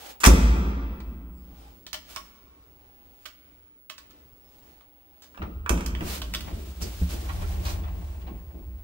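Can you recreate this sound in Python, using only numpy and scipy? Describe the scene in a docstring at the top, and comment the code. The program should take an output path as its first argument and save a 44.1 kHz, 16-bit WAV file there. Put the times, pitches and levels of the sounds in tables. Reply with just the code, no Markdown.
"""Inside a small old lift, electronics whine faintly. The steel mesh gate slides, slams and sways.
Its brass handle is worked with clicks and thin squeaks, then the gate is pulled into its latch.
A nylon sleeve rustles, and last the cabin's sliding doors rumble shut on their rollers.
The cabin gives each metal blow a short bright ring, the stairwell a long dull tail."""
import sys
import numpy as np
from scipy import signal
from scipy.fft import rfft, irfft, next_fast_len
from scipy.io import wavfile
from scipy.ndimage import uniform_filter1d

SR = 44100
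rng = np.random.default_rng(int(sys.argv[2]) if len(sys.argv) > 2 else 0)


def wrap_up_sound(samples):
    """Save the sound to the file named by the first command line argument, as 16-bit audio."""
    columns = np.atleast_2d(samples).T
    # keep every value between -1 and 1, then stretch to whole-number steps
    tamed = np.clip(columns, -1, 1)
    steps = np.round(tamed * 32767).astype(np.int16)
    wavfile.write(sys.argv[1], SR, steps)


N = 389403
TIME = np.arange(N) / SR

# tone colour of small metal parts (handle, door rollers): pitch_hz, level_db
SMALL_METAL_SPECTRUM = [(60, -41), (250, -20.5), (500, -8.5), (1100, 1), (2200, 1.5), (3300, 5), (6000, 4),
                        (10000, -7), (15500, -6.5)]
# notes those parts ring with: pitch_hz, level_db, fade_s
SMALL_METAL_NOTES = [(618.5, -4, 0.095), (1108, -6, 0.13), (1427, -5.5, 0.074), (1670, -18, 0.1),
                     (2030, -6, 0.036), (2391, -9, 0.031), (3124, -9, 0.022), (3820, -19, 0.026),
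                     (4750, -2.5, 0.035)]
# tone colour of the door panels: pitch_hz, level_db
PANEL_SPECTRUM = [(76, -44), (130, 3.5), (146, -19.5), (162, 4), (177, 3.5), (249, -2.5), (269, -7),
                  (301, 1), (398, -2.5), (482, -10), (700, -11), (910, -24), (1540, -120)]


def undb(db):
    """Turn decibels into a gain."""
    return 10 ** (np.asarray(db) / 20)


def unit(x):
    """Scale a signal to an average strength (rms) of 1."""
    return x / np.sqrt(np.mean(x ** 2))


def pan(left_db):
    """Gains for the two channels, the left one louder by left_db."""
    return undb(np.array([[left_db], [-left_db]]) / 2)


def read(points, hz):
    """Look up a value between (pitch_hz, value) points, with octaves evenly spaced."""
    pitches, values = np.transpose(points)
    return np.interp(np.log(np.maximum(hz, 1)), np.log(pitches), values)


def colour(x, points, size=8192):
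    """Filter a sound so that it follows (pitch_hz, level_db) points."""
    gains = undb(read(points, np.fft.rfftfreq(size, 1 / SR)))
    cepstrum = irfft(np.log(gains))
    # folding this in half keeps the filter from sounding before its input
    cepstrum[1:size // 2] *= 2
    cepstrum[size // 2 + 1:] = 0
    response = irfft(np.exp(rfft(cepstrum)))
    return signal.fftconvolve(np.atleast_2d(x), response[None], axes=1)[:, :x.shape[-1]]


def diffuse(n, spacing_m=.3):
    """Noise from all sides: left and right are alike in the bass, unrelated in the treble."""
    size = next_fast_len(n, True)
    mid, side = rfft(rng.standard_normal((2, size)))
    alike = np.sinc(2 * np.fft.rfftfreq(size, 1 / SR) * spacing_m / 343)  # sound travels 343 m/s
    mid, side = mid * np.sqrt(1 + alike), side * np.sqrt(1 - alike)
    return unit(irfft([mid + side, mid - side], size)[:, :n])


def wander(rate_hz):
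    """A random curve of size about 1 that heads for a new value rate_hz times a second."""
    step = int(SR / rate_hz)
    stairs = np.repeat(rng.standard_normal(N // step + 1), step)
    return unit(uniform_filter1d(stairs, step)[:N])


def fade(t, fade_s):
    """Die away by 60 dB every fade_s seconds."""
    return np.exp(-np.log(1000) * t / np.maximum(fade_s, 1e-3))


def swell(peak_s, hold_s, rise_s, fall_s):
    """Grow until peak_s, hold, then fall; rise_s and fall_s are the times for a tenfold change."""
    early, late = np.maximum(peak_s - TIME, 0), np.maximum(TIME - peak_s - hold_s, 0)
    return 10 ** -np.minimum(early / max(rise_s, 1e-3) + late / max(fall_s, 1e-3), 10)


def ring(notes, t):
    """A struck object rings with several fading notes at once."""
    return sum(undb(db) * fade(t, fade_s) * np.sin(2 * np.pi * hz * t) for hz, db, fade_s in notes)


def add(out, start_s, x):
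    """Mix a sound in at start_s."""
    i = max(int(start_s * SR), 0)
    out[:, i:i + x.shape[-1]] += x[..., :N - i]


def tone(hz, waver_db, drift_rad):
    """A held note that wavers in level and phase, differently left and right."""
    phase = 2 * np.pi * hz * TIME + drift_rad * np.array([wander(10), wander(6.1)])
    return unit(np.sin(phase) * undb(waver_db * np.array([wander(1.4), wander(13.0)])))


def rough_noise(spectrum, rough_db, rate_hz):
    """Noise whose strength changes from moment to moment, as in rubbing."""
    return unit(colour(diffuse(N) * undb(rough_db * wander(rate_hz)), spectrum))


def metal_hits(hits, spectrum, notes, ring_db, focus_db, left_lag_ms, rough_db, rise_s):
    """Metal on metal: a chatter of tiny bounces makes a crack and sets the part ringing."""
    out, t = np.zeros((2, N)), TIME[:SR // 3]
    response = ring(notes, t)
    response /= np.linalg.norm(response)
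    for start_s, db, treble_db, ring_hz, chatter_s, left_db in hits:
        bounces = undb(rough_db * np.repeat(rng.standard_normal(len(t)), SR // 900)[:len(t)])
        force = rng.standard_normal(len(t)) * bounces * fade(t, chatter_s) * (1 - np.exp(-t / rise_s))
        crack = unit(colour(force, spectrum, size=2048))
        ringing = unit(signal.fftconvolve(force, response)[:len(t)])
        hit = crack + undb(ring_db) * ringing
        # the spot that is struck favours one pitch
        hit = colour(hit, [(ring_hz / 1.4, 0), (ring_hz, focus_db), (ring_hz * 1.1, 0)], size=1024)
        # a soft hit has less treble
        top_db = min(treble_db, 0.73 * treble_db)
        hit = colour(hit, [(2500, 0.0017), (7000, treble_db), (13000, top_db)], size=256)[0]
        hit *= undb(db) / hit[:SR // 200].std()  # the first 5 ms set the level
        add(out[:1], start_s + left_lag_ms / 1000, hit * undb(left_db / 2))
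        add(out[1:], start_s, hit * undb(-left_db / 2))
    return out


def background(air_db=-59, whine_hz=15687, whine_db=-61):
    """Still air of the building, a faint hum and a thin electronic whine."""
    # tone colour of the air: pitch_hz, level_db
    air_spectrum = [(13, -46), (22, -17), (37, -8.5), (60, 0), (127, -17), (271, -13.5), (302, -7.5),
                    (328, -20.5), (355, -14), (418, -16), (821, -21.5), (1610, -30), (5150, -34),
                    (11000, -43), (14000, -40)]
    # notes of the hum: pitch_hz, level_db
    hum_notes = [(299.5, -72), (400, -79.5)]
    air = undb(air_db) * rough_noise(air_spectrum, rough_db=3.0, rate_hz=5)
    hum = sum(undb(db) * tone(hz, waver_db=-0.5, drift_rad=2.0) for hz, db in hum_notes)
    return air + hum + undb(whine_db) * tone(whine_hz, waver_db=1.0, drift_rad=1.0)


def stairwell(x, build_s=0.02):
    """The stone shaft behind the mesh echoes for a long time, the treble dying first."""
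    # how long the echo lasts: pitch_hz, fade_s
    echo_times = [(100, 2.42), (400, 2.22), (1300, 1.88), (2800, 1.61), (5500, 1.04), (9000, 0.68),
                  (11500, 0.66), (15000, 0.57)]
    t = TIME[:2 * SR + SR // 2]
    hz, times, bands = signal.stft(diffuse(len(t)), SR, nperseg=256)
    bands = bands * fade(times, read(echo_times, hz)[:, None])
    tail = signal.istft(bands, SR)[1][:, :len(t)]
    tail *= 1 - np.exp(-t / build_s)
    tail /= np.linalg.norm(tail[0])
    from_left = signal.fftconvolve(x[:1], tail, axes=1)
    from_right = signal.fftconvolve(x[1:], tail[::-1], axes=1)
    return (from_left + from_right)[:, :N] / 2


def cabin(x, echo_db, fade_s):
    """Close steel walls add a crowd of echoes, starting 2 ms after the sound."""
    t = TIME[:SR // 2]
    echoes = diffuse(len(t)) * fade(t, fade_s) * (t > .002)
    echoes /= np.linalg.norm(echoes[0])
    return x + undb(echo_db) * signal.fftconvolve(x, echoes, axes=1)[:, :N]


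def handle_squeaks(spread_hz=130, rate_hz=200):
    """The handle's dry brass shaft sticks and slips, making thin, unsteady squeaks."""
    # squeaks under the hand: peak_s, level_db, pitch_hz
    squeaks = [(1.36, -70, 7700), (1.38, -72.5, 5000), (1.6, -67.5, 8950), (1.62, -67.5, 5050),
               (4.45, -68, 5300)]
    wobble_hz = spread_hz * np.array([wander(rate_hz), wander(rate_hz)])
    slip = 2 * np.pi * np.cumsum(wobble_hz, axis=1) / SR
    out = np.zeros((2, N))
    for peak_s, db, hz in squeaks:
        strength = undb(db) * swell(peak_s, hold_s=0.028, rise_s=0.063, fall_s=0.13)
        out += strength * np.sin(2 * np.pi * hz * TIME + slip)
    return out


def gate_guide():
    """The moving gate rubs softly along its guide rail."""
    # moves of the gate: peak_s, hold_s, level_db
    slides = [(0.031, 0.076, -47), (1.57, .12, -59), (2.796, 0.43, -64), (4.453, 0.82, -65)]
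    # tone colour of the rail: pitch_hz, level_db
    rail_spectrum = [(200, -21), (500, -9.5), (720, -7), (820, 3), (930, -14.5), (1600, -19.5),
                     (3000, -16.5), (8000, -36)]
    effort = sum(undb(db) * swell(s, hold_s, rise_s=0.22, fall_s=.12) for s, hold_s, db in slides)
    return effort * rough_noise(rail_spectrum, rough_db=0.3, rate_hz=30)


def sleeve():
    """Nylon brushes against itself and the gate in many tiny slips."""
    # strokes of the sleeve: peak_s, hold_s, level_db, rise_s, fall_s
    strokes = [(0.069, 0.046, -45.5, 0.39, 0.046), (1.583, 0.045, -63.5, 0.075, 0.44),
               (2.104, 0, -46, 0.049, 0.22), (3.25, 0.025, -58, 0.17, 0.092),
               (4.527, 0.21, -65.5, 0.28, 0.18), (6.098, 0.061, -34.5, 0.097, 0.064),
               (6.254, 0.45, -52.5, 0.069, 0.12), (6.817, 0, -39, 0.012, 0.072),
               (6.877, 0.64, -47.5, 0.19, 0.33), (7.093, 0.041, -46.5, .004, 0.085),
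               (7.67, 0.042, -44, 0.092, 0.12), (7.99, 0.13, -58, 0.22, 0.54)]
    # tone colour of nylon: pitch_hz, level_db
    nylon_spectrum = [(150, -25.5), (500, 2), (1200, 0), (1900, -1.5), (3000, 0), (5300, -2.5), (10000, -6),
                      (15500, -10)]
    effort = sum(undb(db) * swell(s, hold, rise, fall) for s, hold, db, rise, fall in strokes)
    return rough_noise(nylon_spectrum, rough_db=1.0, rate_hz=67) * effort * pan(left_db=-1)


def door_knock(rise_s=0.0032, thud_db=-5, thud_s=0.072):
    """A padded knock of the door drive rings and shakes the panels."""
    # the knock: start_s, level_db
    knocks = [(7.015, -23)]
    # notes of the door: pitch_hz, level_db, fade_s
    door_notes = [(70.8, 9.5, 0.29), (173.3, 4, 0.2), (254, -16, 0.46), (119, -6, 0.096), (300, -39, 0.14)]
    out, t = np.zeros((2, N)), TIME[:SR]
    push = 1 - np.exp(-t / rise_s)
    for start_s, db in knocks:
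        thud = undb(thud_db) * unit(colour(diffuse(len(t)), PANEL_SPECTRUM)) * fade(t, thud_s)
        add(out, start_s, undb(db) * push * (ring(door_notes, t) + thud))
    return out


def roller_rattles(gain_db=-9):
    """The rollers and hangers that carry the doors rattle."""
    # rattles: start_s, level_db (before gain_db), treble_db, ring_hz, chatter_s, left_db
    rattles = [(6.481, -49, -27, 1100, .1, -12), (6.819, -28.5, 17, 5470, 0.066, -3),
               (7.097, -42, 15, 5000, 0.098, -11), (7.290, -32.5, -27, 1150, 0.04, -5),
               (7.420, -39.5, -27, 1400, 0.068, -2), (7.651, -30.5, -5.5, 1100, 0.22, -2),
               (7.690, -33.5, -1, 1040, 0.11, -3), (7.836, -42, -25.5, 1350, 0.031, -7),
               (7.876, -55, -10.5, 1400, 0.11, 6), (8.214, -47.5, -20, 1100, .05, 0),
               (8.266, -53, -20, 1150, 0.11, -14)]
    return undb(gain_db) * metal_hits(rattles, SMALL_METAL_SPECTRUM, SMALL_METAL_NOTES, ring_db=-9.5,
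                                      focus_db=8, left_lag_ms=.25, rough_db=1.5, rise_s=0.0016)


def sliding_doors():
    """The doors speed up, run and brake; they shake the cabin, drone and scrape along the sill."""
    # gate and doors shudder in their frames: peak_s, hold_s, rumble_db, drone_db
    shudders = [(5.43, 0.042, -33.5, -38), (5.568, 0.07, -34.5, -55), (5.9, 0.099, -34.5, -60),
                (6.017, .01, -28, -36), (6.13, 0.58, -40, -49), (6.513, 0.064, -33.5, -40.5),
                (6.824, 0.023, -30.5, -37.5), (7.126, 0.036, -35, -43), (8.237, 0.1, -42, -45.5),
                (8.551, .04, -46.5, -45.5), (8.658, 0.12, -38, -61)]
    # metal catches on the sill: peak_s, level_db
    catches = [(5.435, -40.5), (6.479, -40.5), (7.293, -41.5), (7.42, -48), (7.686, -40), (7.88, -44.5),
               (8.28, -46)]
    # tone colour of the shaking cabin: pitch_hz, level_db
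    rumble_spectrum = [(13, -47), (22, -31), (39, -6.5), (65, 4.5), (83, -2), (113, -19.5), (140, -27),
                       (180, -14), (310, -120)]
    # tone colour of the door track: pitch_hz, level_db
    track_spectrum = [(200, -36.5), (550, 6), (800, 10.5), (950, 6), (1100, 6), (1230, -4), (1380, -6.5),
                      (1650, -4), (2700, -5), (3600, -16), (6000, -39), (14000, -47)]
    speed = swell(peak_s=7.415, hold_s=0.33, rise_s=0.98, fall_s=1.14)
    shake = undb(-28.5) * speed
    drone = undb(-45.5) * speed ** 0.85
    scrape = undb(-48.5) * speed ** 0.93
    for peak_s, hold_s, rumble_db, drone_db in shudders:
        shudder = swell(peak_s, hold_s, rise_s=0.044, fall_s=0.12)
        shake = np.hypot(shake, undb(rumble_db) * shudder)  # noises add by their power
        drone = np.hypot(drone, undb(drone_db) * shudder)
    for peak_s, db in catches:
        scrape = np.hypot(scrape, undb(db) * swell(peak_s, hold_s=0.0027, rise_s=.03, fall_s=0.068))
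    rumble = colour(diffuse(N), rumble_spectrum)
    rumble /= np.sqrt(uniform_filter1d(rumble[0] ** 2, size=SR // 12))  # the rolling load is steady
    panels = drone * rough_noise(PANEL_SPECTRUM, rough_db=2, rate_hz=40)
    track = scrape * rough_noise(track_spectrum, rough_db=1.5, rate_hz=69)
    return shake * rumble + (panels + track) * pan(left_db=1.5)


def handle_clicks():
    """The brass handle and its bolt click as they are worked."""
    # clicks: start_s, level_db, treble_db, ring_hz, chatter_s, left_db
    clicks = [(1.003, -47, -14, 2394, 0.016, -2.5), (1.865, -39, -5.5, 4380, 0.051, -4.5),
              (1.93, -32.5, 2, 1195, 0.024, -13), (1.941, -33, -8, 3180, 0.043, 7.5),
              (2.161, -32, -5.5, 1123, 0.014, -8.5), (2.169, -37.5, -13, 1150, 0.024, 7),
              (3.255, -40, -6.5, 3414, 0.034, -10.5), (3.897, -36, -7.5, 3300, 0.041, -8),
              (3.980, -43, -3.5, 1350, 0.031, -4.5), (4.103, -58, -5, 1298, 0.056, -7),
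              (4.808, -55.5, -14, 1248, 0.018, -2.5), (5.220, -50.5, -1.5, 1630, 0.15, -2.5),
              (5.425, -50.5, -15.5, 6220, 0.018, -15), (5.861, -32, 0.5, 11900, 0.018, -7.5),
              (5.95, -35.5, -20, 3220, 0.013, -7), (6.217, -32, -9, 2900, 0.042, -4.5),
              (6.337, -29, -4, 3100, 0.019, 1.5), (6.346, -25.5, -5, 1340, 0.023, -4),
              (6.406, -38, -1, 2823, 0.026, -3)]
    return metal_hits(clicks, SMALL_METAL_SPECTRUM, SMALL_METAL_NOTES, ring_db=-13,
                      focus_db=5, left_lag_ms=-.1, rough_db=4, rise_s=0.0011)


def gate_body(frame_db=-10, thud_db=-1, thud_s=0.43, sway_db=2, rise_s=0.002, sway_rise_s=.007):
    """The frame booms, and the whole gate sways on low notes so close together that they throb."""
    # the gate's weight arrives and rocks: start_s, level_db, extra_sway_db
    thumps = [(.266, -11, -1.5), (0.554, -28, -26), (.657, -32.5, -21), (1.072, -53, 10),
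              (1.929, -59.5, 0.5), (2.165, -53.5, -5), (5.391, -45.5, 2), (5.701, -21, -4),
              (6.013, -32, -15)]
    # tone colour of the thud: pitch_hz, level_db
    thud_spectrum = [(25, -7), (55, 1), (105, -10), (135, -16), (180, -3), (350, -8.5), (550, -15.5),
                     (900, -18), (2500, -48.5)]
    # notes of the frame: pitch_hz, level_db, fade_s
    frame_notes = [(164.7, -3.5, 1.2), (179.9, 4.5, 0.82), (203.2, -11.5, 2.2), (213, -9, 1.1),
                   (235.2, -3, 0.73), (276, -13.5, 0.91), (329.6, -10, 1.1), (360, 2.5, 0.3),
                   (423, -19.5, 1.3), (477.5, -16, 1)]
    # notes of the swaying gate: pitch_hz, level_db, fade_s
    sway_notes = [(53.7, -4, 1.5), (57.3, -1, 2.1), (69.2, -5.5, 1.7), (52.5, 0.5, 1.2)]
    frame, sway, t = np.zeros((2, N)), np.zeros((2, N)), TIME[:3 * SR]
    push = 1 - np.exp(-t / rise_s)
    boom = undb(frame_db) * ring(frame_notes, t)
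    throb = (1 - np.exp(-t / sway_rise_s)) * ring(sway_notes, t)
    for start_s, db, extra_sway_db in thumps:
        thud = undb(thud_db) * unit(colour(diffuse(len(t)), thud_spectrum)) * fade(t, thud_s)
        add(frame, start_s, undb(db) * push * (boom + thud))
        add(sway, start_s, undb(db + sway_db + extra_sway_db) * throb)
    return frame, sway


def gate_clacks():
    """The steel gate strikes its frame and lock."""
    # blows: start_s, level_db, treble_db, ring_hz, chatter_s, left_db
    clacks = [(.203, -36.5, 4, 1580, 0.21, -7.5), (.234, -20, -8, 1310, 0.029, 11),
              (.240, -14.5, -3.5, 1310, 0.016, -10.5), (.249, -22, -6, 6060, 0.054, 23),
              (.2595, -14, -1.5, 6400, 0.047, -9), (.270, -24.5, 4, 1309, 0.051, 3),
              (5.344, -50, -17, 1600, .1, 5), (5.375, -41.5, -25, 1490, 0.024, -5),
              (5.418, -34, -35, 1390, 0.033, 1.5), (5.458, -58, -33, 810, 0.068, 0),
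              (5.661, -28.5, -24.5, 1390, 0.021, -5.5), (5.693, -20.5, -2.5, 1420, 0.021, -7.5),
              (5.775, -36.5, -14, 1360, .03, -5), (5.807, -37.5, -6, 1410, .03, -7),
              (6.007, -35, -21, 1320, 0.028, -3)]
    # tone colour of the steel: pitch_hz, level_db
    steel_spectrum = [(60, -40), (200, -19), (400, -10), (750, -8), (1300, -0.5), (1800, -7.5), (3000, -9),
                      (4200, -14), (6200, -8.5), (9500, -11), (15500, -22)]
    # notes of the lock: pitch_hz, level_db, fade_s
    lock_notes = [(605, -8, .06), (1008, 0, 0.13), (1245, -3, 0.018), (1323, -4, 0.028),
                  (2631, -8.5, 0.073), (5630, -17.5, 0.015), (7530, -13.5, .02)]
    return metal_hits(clacks, steel_spectrum, lock_notes, ring_db=-11.0,
                      focus_db=5.5, left_lag_ms=.25, rough_db=-1.5, rise_s=0.00049)


def scene():
    """All the sounds in the cabin, with the stairwell behind."""
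    clacks, clicks, rattles = gate_clacks(), handle_clicks(), roller_rattles()
    metal = cabin(clacks, echo_db=-2.5, fade_s=0.17)
    metal += cabin(clicks, echo_db=-3.0, fade_s=0.2)
    metal += cabin(rattles, echo_db=2, fade_s=0.13)
    frame, sway = gate_body()
    tail = stairwell(undb(-7.5) * clacks + undb(-13.0) * (clicks + rattles) + undb(-11.5) * frame)
    rubbing = sleeve() + gate_guide()
    doors = sliding_doors() + door_knock()
    return metal + frame + sway + tail + rubbing + doors + background() + handle_squeaks()


def record(dry, top_hz=15760):
    """The microphone colours the treble; the recorder clips at full scale and cuts the very top."""
    # the microphone's treble dip and the lift above it: pitch_hz, level_db
    microphone = [(9800, 0), (11200, -3), (12600, 3.5)]
    wave = np.clip(colour(dry, microphone, size=256), -1, 1)
    return signal.sosfilt(signal.ellip(12, .2, 70, top_hz, fs=SR, output="sos"), wave)


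dry = scene()
out = record(dry)
wrap_up_sound(out)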